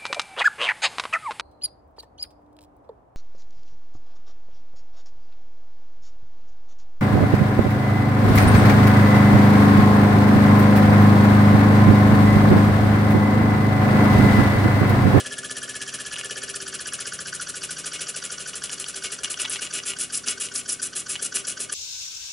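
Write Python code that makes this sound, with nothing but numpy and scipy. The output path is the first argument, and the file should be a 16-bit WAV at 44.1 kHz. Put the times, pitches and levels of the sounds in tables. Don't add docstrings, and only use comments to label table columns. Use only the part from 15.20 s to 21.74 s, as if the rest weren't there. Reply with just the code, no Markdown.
import sys
import numpy as np
from scipy import signal
from scipy.io import wavfile

SR = 44100
rng = np.random.default_rng(int(sys.argv[2]) if len(sys.argv) > 2 else 0)


def transcribe(u):
    v = np.clip(np.atleast_2d(u).T, -1, 1)
    q = np.round(v * 32767).astype(np.int16)
    wavfile.write(sys.argv[1], SR, q)


N = 288414
TIME = np.arange(N) / SR

# f/Hz, level/dB
JET_TONE = [(100, -23.5), (400, -8.5), (900, -32.5), (1400, 3.5), (2100, -17), (3000, -14.5), (4000, -4.5),
            (5500, -2.5), (7300, 1), (8800, 0.5), (10200, 5.5), (11200, -4.5)]
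SLOW_TILT = [(300, -3), (1500, -7), (4000, -2.5), (7000, 2), (10500, 3.5)]
GURGLE_TONE = [(100, -19.5), (400, -5), (650, -9.5), (900, -21.5), (1300, -13), (2050, -5), (2900, 1.5),
               (3800, -7), (6000, -3), (11000, -17.5)]
def exhaust(puffs, jet_db=0.5, spray_db=-4, flutter_db=2.5, gurgle_db=-1, hollow_db=-13):
    jet = shaped(noise() + amp(spray_db) * droplets(rate=2500, spread_db=0.5), JET_TONE)
    slow = slowness()
    jet = evened((1 - slow) * jet + slow * shaped(jet, SLOW_TILT))
    jet *= amp(jet_db + flutter_db * wander(350)) * outflow(puffs, stretch=0.95, wet=False)
    drops = droplets(rate=900, spread_db=1.5) + 0.4 * noise()
    hollow = resonate(drops, follow(PIP), width=330)
    gurgle = shaped(drops, GURGLE_TONE) + amp(hollow_db) * hollow
    return jet + amp(gurgle_db) * gurgle * outflow(puffs, stretch=1.174, wet=True)


# t/chuff spans, racing level/dB, crawling level/dB
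CHUFF_ENVELOPE = [(-.15, -45, -63), (-.03, -18, -4.5), (.08, 1, -5), (.25, 0, 4), (.5, 2.5, 2),
                  (.72, -1, -1.5), (.95, -2.5, -2), (1.2, -6, -3), (1.5, -11, -19.5), (2.1, -31, -29)]
def outflow(puffs, stretch, wet):
    at, fast_db, slow_db = np.transpose(CHUFF_ENVELOPE)
    surge = np.interp(at, [.45, .7, 1.1, 1.5], [-0.65, 0.2, 0.2, -0.23])
    flow = np.zeros(N)
    for s, length, slow, db, wet_db, surge_db in puffs:
        span = length * stretch
        progress = np.arange(at[0], at[-1], 1 / (span * SR))
        shape_db = fast_db + (slow_db - fast_db) * slow + surge_db * surge
        add(flow, s + at[0] * span, amp(db + wet * wet_db + np.interp(progress, at, shape_db)))
    return flow


# t/s, level/dB
CHUFF_LEVEL = [(0, -32.5), (.7, -33.5), (2.5, -32), (3.8, -31), (4.45, -31), (4.7, -27), (5.3, -27.5),
               (5.8, -28), (6.5, -30.5)]
# t/s, level against the steam/dB
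WETNESS = [(0, -6.5), (.75, -4.5), (1.4, -5), (2.3, -6.5), (3, -3.5), (3.5, -8.5), (4, -3), (4.65, -3.5),
           (4.9, -12), (5.2, -5.5), (5.5, -13), (5.9, -9), (6.5, -8.5)]
# t/s, delay/s, length/ratio, boost/dB
PLUGS = [(4, 0.031, 0.69, 0.5), (4.09, 0.0065, 0.95, 1.5), (4.29, .001, 1.1, 2.5)]
def chuffs(racing_turns=.31, crawling_turns=.37, surge_db=2.3):
    s, period, slow = strokes().T
    length_scatter, level_scatter, wet_scatter, surge_scatter = rng.standard_normal((len(s), 4)).T
    share = racing_turns + (crawling_turns - racing_turns) * slow
    length = period * share * np.exp(.04 * length_scatter)
    db = follow(CHUFF_LEVEL, at=s) + .5 * level_scatter
    for at, delay, ratio, boost_db in PLUGS:
        k = np.argmin(abs(s - at))
        s[k] += delay
        length[k] *= ratio
        db[k] += boost_db
        slow[k] = 0
    wetness = follow(WETNESS, at=s) + 2 * wet_scatter
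    surge = surge_db + 2 * surge_scatter
    return np.transpose([s, length, slow, db, wetness, surge])


# t/s, speed/(turns a second)
SPEED = [(0.0, 16.14), (1.4, 16.31), (1.6, 15.38), (1.85, 15.09), (2.45, 13.27), (2.75, 13.36),
         (3.1, 12.68), (3.6, 12.37), (3.9, 12.4), (4.25, 9.27), (4.75, 7.35), (5.45, 7.11), (5.8, 7.56),
         (6.5, 8.2)]
FIRST_TURN_S = -.0052
def strokes():
    turns = np.cumsum(follow(SPEED)) / SR
    s = FIRST_TURN_S + np.interp(np.arange(int(turns[-1]) + 1), turns, TIME)
    return np.transpose([s, 1 / follow(SPEED, at=s), slowness(s)])


def slowness(at=TIME, racing_hz=16.2, crawling_hz=7.2):
    return np.clip((racing_hz - follow(SPEED, at=at)) / (racing_hz - crawling_hz), 0, 1)


def crank_angle():
    return np.cumsum(follow(SPEED)) / SR - FIRST_TURN_S * SPEED[0][1]


# t/s, level/dB
RASP_LEVEL = [(0, -34), (1, -32.5), (1.4, -30), (3, -29.5), (4, -31.5), (4.5, -30.5), (5, -33),
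              (6.5, -28.5)]
# f/Hz, width/Hz, level/dB
INLET_MODES = [(1509, 250, -3), (3110, 520, -10.5), (4620, 260, -3.5), (5410, 350, -4.5), (5980, 400, -4.5),
               (6830, 690, -9)]
def inlet(trim_db=-1.5, lead_turns=0.11, slow_extra_turns=0.032, rise_s=0.0052, fall_s=0.0058):
    gate, t = np.zeros(N), np.arange(-SR // 20, SR // 20) / SR
    opening = np.exp(-abs(t) / np.where(t < 0, rise_s, fall_s))
    for s, period, slow in strokes():
        add(gate, s - (lead_turns + slow_extra_turns * slow) * period + t[0], opening)
    passage = evened(sum(amp(db) * resonate(noise(), hz, width) for hz, width, db in INLET_MODES))
    return amp(trim_db + follow(RASP_LEVEL)) * gate * passage


# t/s, level/dB, f/Hz
POPS = [(0.1404, -22.5, 2980), (0.9415, -22, 2830), (0.9587, -23, 2870), (0.9638, -20, 2900),
        (1.0119, -17.5, 2830), (1.689, -25.5, 2880), (2.833, -32, 2890), (3.3337, -26, 2860),
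        (3.4954, -22.5, 3020), (3.6426, -18.5, 3060), (4.0572, -20, 2920), (4.1423, -19.5, 3000),
        (4.251, -23, 2950), (4.2586, -15.5, 2980), (4.359, -24, 2480), (4.3673, -22.5, 2900),
        (4.4724, -28, 2880), (4.5895, -20, 2760), (4.6007, -23.5, 2900), (4.7182, -24, 2920),
        (4.7356, -22.5, 2880), (5.287, -27, 2900), (5.9554, -18.5, 2960), (5.9612, -18, 3020)]
# t/s, level/dB, f/Hz, width/Hz, half length/s
SPITS = [(1.047, -27, 10100, 1600, 0.0015), (1.735, -24, 10500, 1600, 0.0014),
         (3.441, -25.5, 10350, 2000, 0.0028), (4.046, -27, 5800, 2930, 0.0038),
         (4.047, -24, 2800, 1500, 0.0035), (4.218, -16.5, 9100, 2500, 0.002),
         (4.252, -26, 2960, 2800, 0.0084), (4.298, -15, 9800, 1400, 0.0011), (4.303, -18, 9600, 1600, .002),
         (4.36, -26.5, 2710, 3000, .004), (4.421, -36, 7500, 3000, 0.0013),
         (4.947, -27.5, 5500, 1580, 0.0058), (4.976, -21, 10800, 1600, 0.0023),
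         (5.085, -21, 5660, 1600, 0.0066), (5.112, -25, 9400, 3000, 0.0017),
         (5.361, -22, 5850, 1630, 0.0041), (5.502, -25, 5560, 1200, 0.0058),
         (5.532, -18.5, 10270, 1390, 0.0031), (5.632, -21, 9900, 1520, 0.0028),
         (6.527, -21, 9800, 1600, 0.0038)]
def water(puffs, pop_trim_db=2, dribble_db=-37, spit_trim_db=-2):
    out = np.zeros(N)
    for s, db, hz in POPS:
        add(out, s, amp(db + pop_trim_db) * pop(hz))
    for s, length, *_ in puffs:
        for when, size, pitch in rng.standard_normal((3, 3)):
            dribble = amp(dribble_db + 3 * min(size, 1.5)) * pop(2900 + 300 * pitch)
            add(out, s + length + .012 + .009 * when, dribble)
    for s, db, hz, width, half in SPITS:
        t = np.arange(-2 * half, 2 * half, 1 / SR)
        spray = resonate(rng.standard_normal(len(t)), hz, width)
        add(out, s + t[0], amp(db + spit_trim_db) * spray * np.exp(-2 * (t / half) ** 2))
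    return out


def pop(hz, t60=0.0028, ring_db=-16, ring_t60=0.024, snap_db=-9, snap_s=0.0013):
    t = np.arange(SR // 30) / SR
    cavity = np.sin(2 * np.pi * hz * t) * (amp(-60 * t / t60) + amp(ring_db - 60 * t / ring_t60))
    burst = cavity + amp(snap_db) * np.exp(-t / snap_s) * rng.standard_normal(len(t))
    return signal.lfilter(*signal.butter(2, 1400, "high", fs=SR), burst)


# t/s, f/Hz, level/dB
PIP = [(0, 1663, -32), (1.1, 1712, -35), (1.8, 1624, -30), (2.15, 1514, -24), (2.6, 1528, -36),
       (4, 1545, -40.5), (5.3, 1543, -33.5), (6, 1567, -50), (6.5, 1556, -32)]
# t/s, level/dB
SQUEAK_LEVEL = [(0, -31), (.6, -33.5), (1.25, -33.5), (1.35, -40.5), (3.2, -44.5), (4.6, -42)]
def pivot(lead_s=0.00303, slow_extra_s=0.018, slip_db=-3, slip_gap_s=0.00414, squeak_trim_db=-0.5):
    out = np.zeros(N)
    for s, _, slow in strokes():
        hz, size = follow(PIP, at=s), amp(follow(PIP, column=2, at=s))
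        early = lead_s + slow_extra_s * slow
        start = s - 1 / 50
        slip = amp(slip_db) * chirp(hz, rise_s=0.001, fall_s=0.0027)
        add(out, start - early - slip_gap_s, size * slip)
        drag_s = 0.29 * max(early - .008, 0)
        add(out, start - early, size * chirp(hz, rise_s=0.0016 + drag_s, fall_s=0.0031, glide=0.044))
        squeak = chirp(1718, rise_s=0.0026, fall_s=.011)
        squeak += amp(2) * chirp(3215, rise_s=0.001, fall_s=0.0029)
        add(out, start + 0.0059, amp(follow(SQUEAK_LEVEL, at=s) + squeak_trim_db) * squeak)
    return out


def chirp(hz, rise_s, fall_s, glide=0, glide_s=0.0049):
    t = np.arange(-SR // 50, SR // 20) / SR
    swell = np.where(t < 0, np.exp(-(t / rise_s) ** 2), np.exp(-abs(t) / fall_s))
    pitch = hz * (1 + 0.0058 * rng.standard_normal() + glide * np.tanh(t / glide_s))
    return swell * np.sin(2 * np.pi * (np.cumsum(pitch) / SR + rng.random()))


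# t/s after the exhaust opens, level/dB
KNOCK_PATTERN = [(-.001, -2), (.009, 5), (.023, -1.5)]
# t/s, level/dB
KNOCK_LEVEL = [(0, -43.5), (.95, -51), (1.1, -41), (1.26, -43), (1.35, -52), (2.2, -53.5), (3.2, -48),
               (5.3, -56), (6.2, -47.5)]
# f/Hz, level/dB, t60/s
PLATE_MODES = [(406, -17, 0.038), (444, 5.5, 0.035), (512, 0.5, 0.061), (604, -6.5, 0.021)]
def crank_knocks(trim_db=3, attack_s=0.0028, jitter_s=0.00036, scatter_db=2):
    knocks, t = np.zeros(N), np.arange(SR // 20) / SR
    plate = sum(amp(db - 60 * t / t60) * np.sin(2 * np.pi * hz * t) for hz, db, t60 in PLATE_MODES)
    plate *= 1 - np.exp(-t / attack_s)
    for s, *_ in strokes():
        for after, db in KNOCK_PATTERN:
            late, size = rng.standard_normal(2)
            add(knocks, s + after + jitter_s * late, amp(trim_db + db + scatter_db * size) * plate)
    return amp(follow(KNOCK_LEVEL)) * knocks


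# t/s, level/dB, f/Hz
HUM = [(0, -59, 157), (1.3, -60.5, 148), (1.9, -54, 164.5), (2.3, -54, 153), (2.8, -56, 168),
       (3.4, -56.5, 168.3), (4.1, -60.5, 159.5), (6.5, -61.5, 160)]
# f/Hz, level/dB
RUMBLE_TONE = [(20, -24), (45, -34), (65, 0.5), (95, -9), (130, -1), (220, -1), (320, 1), (420, 0.5),
               (520, -3), (720, -6.5), (880, -21.5), (1300, -18.5), (2200, -26), (8000, -53)]
def crank_rumble(loose_db=1.5, racing_db=-50, slow_change_db=-5):
    hum = resonate(bearing() + 0.95 * noise(), follow(HUM, column=2), width=78)
    rumble = shaped(bearing() + amp(loose_db) * noise(), RUMBLE_TONE)
    return amp(follow(HUM)) * hum + amp(racing_db + slow_change_db * slowness()) * rumble


def bearing(spots=1024):
    roughness = rng.standard_normal(spots)
    return evened(np.interp(crank_angle() * spots, np.arange(spots), roughness, period=spots))


# f/Hz, level/dB
LEAK_TONE = [(100, -29), (900, -10.5), (1400, -1), (2100, -0.5), (3000, 0.5), (4000, -0.5), (6000, 0),
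             (9000, 2.5), (11000, -1.5)]
# t/s, level/dB
LEAK_LEVEL = [(0, -44.5), (1.2, -46), (2.4, -45), (3.6, -44.5), (4.6, -46), (6.5, -47.5)]
def leak(sizzle_db=-3):
    sizzle = noise() + amp(sizzle_db) * droplets(rate=580, spread_db=4)
    return amp(follow(LEAK_LEVEL)) * shaped(sizzle, LEAK_TONE)


# peak t/s, half length/s, pitch/crank speed, level/dB
WHINES = [(.45, 0.56, 16, -58.5), (1.52, 0.3, 24, -55), (2.002, 0.23, 37, -57)]
def whine(roughness=0.22):
    out, angle = np.zeros(N), crank_angle()
    for s, half, multiple, db in WHINES:
        swell = amp(db) * np.exp(-((TIME - s) / half) ** 2)
        out += swell * (1 + roughness * wander(39.84)) * np.sin(2 * np.pi * multiple * angle)
    return out


# f/Hz, width/Hz, gain/dB
BENCH_COLOUR = [(181.6, 26, 3), (251.5, 18.4, 8), (390, 34, 4.5), (500, 62, 0.5), (1177, 167, 10.5),
                (1606, 21, 3), (1616, 54, -15), (1810, 59, 4.5), (1960, 37, 3.5), (2200, 26, 8),
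                (2904, 270, 6), (3293, 55, -11.5), (3394, 174, 3), (3730, 330, 3), (5710, 1100, 1.5),
                (6500, 130, -3.5), (7150, 160, 7), (7700, 110, 0.5), (7850, 140, 2.5), (8200, 26, 3),
                (8550, 64, 9), (8790, 340, -4.5), (9300, 70, 8), (9270, 390, -4.5), (10100, 310, 0),
                (10820, 140, 4.5), (10730, 105, 5.5)]
def bench_colour(x):
    return colour(x, lambda f: sum(db / (1 + (2 * (f - hz) / width) ** 4)
                                   for hz, width, db in BENCH_COLOUR))


# t/s, gain/ratio
ECHOES = [(.0012, 0.34), (.0021, 0.074), (.0031, 0.17), (.0066, 0.065)]
# f/Hz, t60/s
ROOM_DECAY = [(100, 0.83), (1000, 0.39), (4000, 0.12), (11000, 0.15)]
# f/Hz, level/dB
ROOM_TONE = [(100, -12.5), (550, -3), (1500, -5.5), (3000, -12.5), (6000, -10), (10000, -13)]
def workshop(x):
    near = x.copy()
    for s, strength in ECHOES:
        add(near, s, strength * x)
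    hz, t, bands = signal.stft(rng.standard_normal((2, SR // 2)), SR, nperseg=256)
    t60 = read(ROOM_DECAY, hz)[:, None]
    unit_energy = np.sqrt(2 * np.log(1000) / (t60 * SR))
    bands *= amp(read(ROOM_TONE, hz)[:, None] - 60 * t / t60) * unit_energy
    tail = signal.istft(bands, SR, nperseg=256)[1]
    tail = np.pad(tail, ((0, 0), (SR // 400, 0)))
    return near + signal.fftconvolve(x[None], tail, axes=1)[:, :N]


def amp(db):
    return 10 ** (np.asarray(db) / 20)


def evened(x):
    return x / np.sqrt(np.mean(x ** 2) + 1e-20)


def read(points, hz):
    f, value = np.transpose(points)
    return np.interp(np.log(hz + 1), np.log(f + 1), value)


def follow(table, column=1, at=TIME):
    table = np.array(table)
    return np.interp(at, table[:, 0], table[:, column])


def add(mix, s, sound):
    start = round(s * SR)
    sound = sound[max(-start, 0):]
    part = mix[max(start, 0):][:len(sound)]
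    part += sound[:len(part)]


def colour(x, curve, size=4096):
    log_gain = np.log(amp(curve(abs(np.fft.fftfreq(size, 1 / SR)))))
    taps = np.fft.ifft(np.exp(np.conj(signal.hilbert(log_gain)))).real
    return signal.oaconvolve(x, taps[:size // 2])[:len(x)]


def shaped(x, spectrum):
    return evened(colour(x, lambda hz: read(spectrum, hz)))


def resonate(x, hz, width):
    turn = np.exp(2j * np.pi * np.cumsum(hz * np.ones(len(x))) / SR)
    pole = np.exp(-np.pi * width / SR)
    return evened((turn * signal.lfilter([1], np.poly([pole, pole]), x / turn)).real)


def noise():
    return rng.standard_normal(N)


def wander(rate):
    return np.interp(TIME * rate, np.arange(N), noise())


def droplets(rate, spread_db):
    sizes = amp(spread_db * np.clip(noise(), -2, 2)) * np.sign(noise())
    return evened(sizes * (rng.random(N) < rate / SR))


def scene():
    puffs = chuffs()
    foreground = exhaust(puffs) + inlet() + pivot() + water(puffs)
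    background = crank_knocks() + crank_rumble() + whine() + leak()
    return workshop(bench_colour(foreground + background))


# f/Hz, left minus right/dB
BALANCE = [(100, -0.5), (600, 1.3), (1200, -1), (2500, 0.5), (5000, 0.6), (10000, 1.5)]
def record(dry, cutoff_hz=11120):
    left = colour(dry[0], lambda hz: read(BALANCE, hz) / 2)
    right = colour(dry[1], lambda hz: -read(BALANCE, hz) / 2)
    lowpass = signal.firwin(601, cutoff_hz, window=("kaiser", 8), fs=SR)
    return signal.oaconvolve(np.array([left, right]), lowpass[None], "same", axes=1)


dry = scene()
out = record(dry)
transcribe(out)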